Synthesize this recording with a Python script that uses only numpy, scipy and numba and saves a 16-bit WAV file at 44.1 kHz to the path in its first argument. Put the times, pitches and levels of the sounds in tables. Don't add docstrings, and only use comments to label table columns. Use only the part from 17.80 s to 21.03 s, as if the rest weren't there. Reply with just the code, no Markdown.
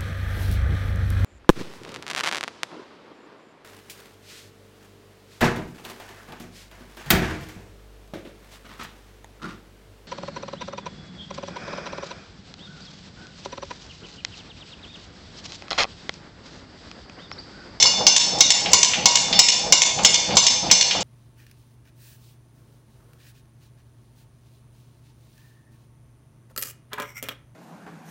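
import sys
import numpy as np
from scipy import signal
from scipy.fft import rfft, irfft
from scipy.io import wavfile
from scipy.ndimage import uniform_filter1d
from numba import njit

SR = 44100
rng = np.random.default_rng(int(sys.argv[2]) if len(sys.argv) > 2 else 0)


def wav_out(sig):
    wavfile.write(sys.argv[1], SR, np.round(np.clip(np.atleast_2d(sig).T, -1, 1) * 32767).astype(np.int16))


def level_to_linear(level):
    exponent = np.asarray(level, float) / 20
    return 10 ** exponent


N = 142443
PAD = 4410

# (time [s], blow [dB], sheet drum [dB], head ring [dB], block ring [dB])
BLOWS = [
    (0.2663, -1.5, -1, 8.5, 10),
    (0.606, -1.5, -3, -3, 4),
    (0.9323, -1, 8, -23, 6),
    (1.2564, -2.5, 7, -9, -4.5),
    (1.5905, 0, 2.5, 5.5, -30.5),
    (1.923, -0.5, 4, -6, -0.5),
    (2.2478, -0.5, -6, 3, -12.5),
    (2.5686, -2, 3.5, -2, 9),
    (2.9123, -0.5, -2, 1.5, 10.5),
]
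# (time [s], blow [dB], sheet drum [dB], head ring [dB], block ring [dB])
EARLIER_BLOW = [
    (-0.066, -2.5, -6.5, 13.5, -15),
]
# (time [s], crack [dB], gain dip after it [dB], head ring [dB], block ring [dB])
REBOUNDS = [
    (.0253, -8, -0.5, 3, -4),
    (.3636, -7.5, -3.5, 2.5, 1.5),
    (0.704, -6, -3.5, 3, 2),
    (1.0306, -6, 1, -2.5, 3),
    (1.3553, -6.5, 0, -3.5, -2),
    (1.6859, -7.5, -3.5, 3.5, -6.5),
    (2.0186, -8, -4.5, -4.5, 3),
    (2.3428, -9, -2.5, -13, -1),
    (2.6663, -8, -3, 3.5, 5.5),
    (3.0106, -7.5, -3.5, -1.5, -5),
]
# (time [s], strength [dB], centre [Hz], steel ring [dB])
TICKS = [(.052, -21.5, 896, -23), (.057, -19.5, 4400, 7), (1.48, -30, 830, -33),
         (2.638, -17.5, 4800, -15.5), (3.156, -32, 3000, -11), (.205, -23, 684, -29),
         (.395, -21, 5400, -43), (.411, -19, 4280, -17), (.545, -32, 620, -35),
         (0.5854, -26.5, 6400, -26.5), (0.8583, -21, 2980, -30), (0.9155, -25, 7200, -28.5),
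         (1.1346, -16.5, 2850, -15.5), (1.5273, -18, 3550, 2), (1.72, -16.5, 5372, -6),
         (2.0586, -18.5, 5920, -18.5), (2.188, -26.5, 2810, -22.5), (2.19, -24, 800, -34),
         (2.233, -22, 6950, -39), (2.507, -27.5, 2800, -18), (2.507, -25, 694, -31),
         (2.5531, -25.5, 6950, -33.5), (2.704, -17, 5400, -6), (2.9001, -25, 2770, -12),
         (3.1092, -17.5, 3030, -14.5), (3.109, -22, 4630, -11), (3.15, -25, 790, -40),
         (3.2055, -27, 6780, -33.5)]
# (frequency [Hz]); the first three are sheet drum, head and block
STEEL_HZ = [958, 5372, 6171, 3541, 2175, 2862, 4385, 4816, 5072, 5197, 5798, 6563, 7052, 2390]
# (level [dB], t60 [s])
STEEL = [(-16, 0.62), (-3, 0.66), (-5.5, 0.62), (-6.5, 0.76), (-17, 0.47), (-9.5, 0.5), (-9, 0.43),
         (-13, 0.59), (-29.5, 0.28), (-6, 0.4), (-28.5, 0.3), (-22, .4), (-9.5, 0.85), (-17, 0.7)]
# (frequency [Hz], level [dB], t60 [s])
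DRUM = [(1013, -20.5, 0.75), (1090, -21, 0.36), (2904, -15.5, 0.37), (4470, -12, 0.64), (2187, -10, 0.57)]
# (frequency [Hz], density [dB per Hz])
SHEET_COLOUR = [(180, -45), (300, -19.5), (1050, -6.5), (1590, -12), (3210, 0.5), (3490, 1), (4860, -0.5),
                (6310, 6), (8090, -4.5), (10500, -18), (17800, -120)]
# (frequency [Hz], density [dB per Hz])
DRIVE_COLOUR = [(15, -16.5), (25, -16.5), (173, -5), (413, -11), (794, -4.5), (1110, -16), (4110, -15),
                (4420, -5), (8090, -41), (10500, -44), (17800, -120)]
# (frequency [Hz], width [Hz], level [dB])
DRIVE_HUMPS = [(188, 27, -8.5), (501, 23, -1), (818, 43, -6.5), (649, 42, -14)]

STEEL_DB, SHEET_DB, TICK_DB, DRIVE_DB, ROOM_DB = -14.5, -1, 7.5, -28.5, -2.5
SHEET_T60_S, CRACK_T60_S, TICK_T60_S, ROOM_T60_S = 0.04, 0.021, 0.088, 0.51
CHATTER_S, CHATTER_DB = 0.021, -9
REBOUND_RING_DB, REBOUND_SHEET_DB, SETTLE_DB = -3.5, -1.5, -4
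HUSH_AFTER_S, HUSH_S = 0.0195, 0.014
LIFT_DB, LIFT_S = 6, 0.087


def colour(table, hz):
    t = np.array(table)
    return np.interp(np.log(hz), np.log(t[:, 0]), t[:, 1])


def chance(rows, count, db):
    c = rng.standard_normal((rows, 2, count))
    return level_to_linear(db * c[:, 0]) * np.exp(2j * np.pi * c[:, 1])


def ring(times, hz, t60, gains, length, rise=0.00035):
    t = np.arange(int(length * SR))[:, None] / SR
    modes = np.exp(t * (2j * np.pi * hz - np.log(1000) / t60)) * (1 - np.exp(-t / rise))
    waves = (gains @ modes.T).imag
    out = np.zeros(N + PAD + len(t))
    for s, wave in zip(times, waves):
        i = max(int(s * SR) + PAD, 0)
        out[i:i + len(t)] += wave
    return out[:N + PAD]


def steel(blows, backs):
    drum, tick = np.array(DRUM), np.array(TICKS)
    hz = np.r_[STEEL_HZ, drum[:, 0]]
    db, t60 = np.r_[STEEL, drum[:, 1:]].T
    count = len(hz)

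    struck = chance(len(blows), count, db=1.5) * level_to_linear(blows[:, 1:2] + db)
    struck[:, :3] = struck[:, :3] / np.abs(struck[:, :3]) * level_to_linear(db[:3] + blows[:, 2:])
    struck[:, 14:16] *= level_to_linear(blows[:, 2:3] * 1.6)

    bounced = chance(len(backs), count, db=3.0) * level_to_linear(REBOUND_RING_DB + db)
    bounced[:, 1:3] = bounced[:, 1:3] / np.abs(bounced[:, 1:3]) * level_to_linear(db[1:3] + backs[:, 3:])

    octaves = np.abs(np.log2(hz / tick[:, 2:3]))
    ticked = chance(len(tick), count, db=1.8) * level_to_linear(tick[:, 3:] + db - 10 * octaves)

    times = np.r_[blows[:, 0], backs[:, 0], tick[:, 0]]
    main = np.r_[struck, bounced, ticked]
    twin = main * chance(len(main), count, db=4.5) * level_to_linear(-9)
    third = main * chance(len(main), count, db=4.5) * level_to_linear(-9)
    apart = 1 + 0.0018 * rng.uniform(0.45, 2.47, size=count) * (-1) ** np.arange(count)
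    all_hz = np.r_[hz, hz * apart, hz / apart ** 1.7]
    all_t60 = np.r_[t60, t60, t60 * 0.7]
    return level_to_linear(STEEL_DB) * ring(times, all_hz, all_t60, np.c_[main, twin, third], 0.5)


def sheet(blows, backs):
    hz = np.sort(rng.uniform(304.5, 8400, size=160))
    t60 = SHEET_T60_S * level_to_linear(1.09 * rng.standard_normal(len(hz)))
    late = CHATTER_S * np.cumsum(rng.uniform(0.2, 0.54, size=(len(blows), 3)), axis=1)
    chatter_db = blows[:, 1:2] + CHATTER_DB * (1 + late / CHATTER_S)
    times = np.r_[blows[:, 0], (blows[:, :1] + late).ravel(), backs[:, 0]]
    db = np.r_[blows[:, 1], chatter_db.ravel(), backs[:, 1] + REBOUND_SHEET_DB]
    g = chance(len(times), len(hz), db=5.5) * level_to_linear(db[:, None] + colour(SHEET_COLOUR, hz) + SHEET_DB)
    g[-len(backs):] *= level_to_linear(2.3 * np.log2(hz / 5000))
    return ring(times, hz, t60, g / np.sqrt(len(hz) / 2), 0.15)


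def cracks(backs):
    hz = np.geomspace(1700, 8300, num=40)
    s = np.r_[backs[:, 0], backs[:, 0] + HUSH_AFTER_S - 0.003]
    db = np.r_[backs[:, 1], backs[:, 1] + SETTLE_DB]
    g = chance(len(s), len(hz), db=2.5) * level_to_linear(db[:, None] + colour(SHEET_COLOUR, hz))
    return ring(s - 0.001, hz, CRACK_T60_S, g / 2, 0.04, rise=0.0014)


def ticks():
    s, db, centre, _ = np.array(TICKS).T
    hz = np.geomspace(200, 8200, num=80)
    octaves = np.abs(np.log2(hz / centre[:, None]))
    g = chance(len(s), len(hz), db=1.5) * level_to_linear(db[:, None] + TICK_DB - 16.9 * octaves)
    return ring(s, hz, TICK_T60_S, g / 3, 0.12)


def walk(rate):
    k = int(SR / rate)
    steps = np.repeat(rng.standard_normal(N // k + 1), k)
    return 1.6 * uniform_filter1d(uniform_filter1d(steps, k), k)[:N]


def drive(blows):
    f = np.maximum(np.fft.rfftfreq(N, 1 / SR), 10)
    humps = sum(level_to_linear(db) * 2 / (1 + (2 * (f - hz) / w) ** 2) for hz, w, db in DRIVE_HUMPS)
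    g = level_to_linear(colour(DRIVE_COLOUR, f)) * (1 + humps)
    t, shared = np.arange(N) / SR, walk(24.86)
    lift = 0
    for s in np.r_[blows[:, 0], blows[-1, 0] + 0.33]:
        loading = np.clip((t - s + LIFT_S) / 0.0059, 0, 1)
        letting_go = np.clip((s + 0.032 - t) / 0.0086, 0, 1)
        lift = lift + loading * letting_go
    out = 0
    for lo in 20 * 2.0 ** np.arange(9):
        band = irfft(rfft(rng.standard_normal(N)) * g * (f >= lo) * (f < 2 * lo), N)
        flicker = 1.2 * walk(40) + 0.8 * shared
        out = out + band * level_to_linear(flicker + LIFT_DB * lift * (lo < 1200))
    return level_to_linear(DRIVE_DB) * out / np.std(out)


def shop_echo(x):
    t = np.arange(SR) / SR
    decay = np.exp(-np.log(1000) * t / ROOM_T60_S)
    tail = rng.standard_normal(SR) * decay * (1 - np.exp(-t / 0.018))
    return level_to_linear(ROOM_DB) * signal.fftconvolve(x, tail / np.linalg.norm(tail))[:N + PAD]


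def scene():
    blows, backs = np.array(list(EARLIER_BLOW) + list(BLOWS)), np.array(REBOUNDS)
    lines = steel(blows, backs)
    hits = sheet(blows, backs) + cracks(backs) + ticks()
    echo = shop_echo(hits + level_to_linear(-6.5) * lines)
    return ((lines + hits + echo)[PAD:] + drive(blows))[None]


def hush():
    t = np.arange(N) / SR
    s, db = np.array(REBOUNDS)[:, [0, 2]].T
    middle = s + HUSH_AFTER_S + HUSH_S / 2
    return level_to_linear(sum(d * np.exp(-((t - m) / HUSH_S * 2) ** 4) for m, d in zip(middle, db)))


@njit
def follow(x, up, down):
    y, e = np.empty(len(x)), np.mean(np.abs(x[:400]))
    for i in range(len(x)):
        a = abs(x[i])
        e += (a - e) * (up if a > e else down)
        y[i] = e
    return y


def top_cut(x):
    return signal.sosfilt(signal.butter(12, 8240, fs=SR, output="sos"), x)


def record(dry):
    x = dry[0]
    k = int(0.016 * SR)
    late = np.r_[x[:k], x[:-k]]
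    attack = 1 / (0.0083 * SR)
    quick = follow(late, attack, 1 / (0.027 * SR))
    slow = follow(late, attack, 1 / (0.2 * SR))
    top = level_to_linear(-14.5)
    x = x * hush() * (top / np.maximum(quick, top)) ** 0.15 * (top / np.maximum(slow, top)) ** 0.38
    x = signal.sosfilt(signal.cheby2(16, 90, 8415 * 1.12, fs=SR, output="sos"), x)
    return top_cut(np.clip(x, -1, 1)[None])


dry = scene()
out = record(dry)
wav_out(out)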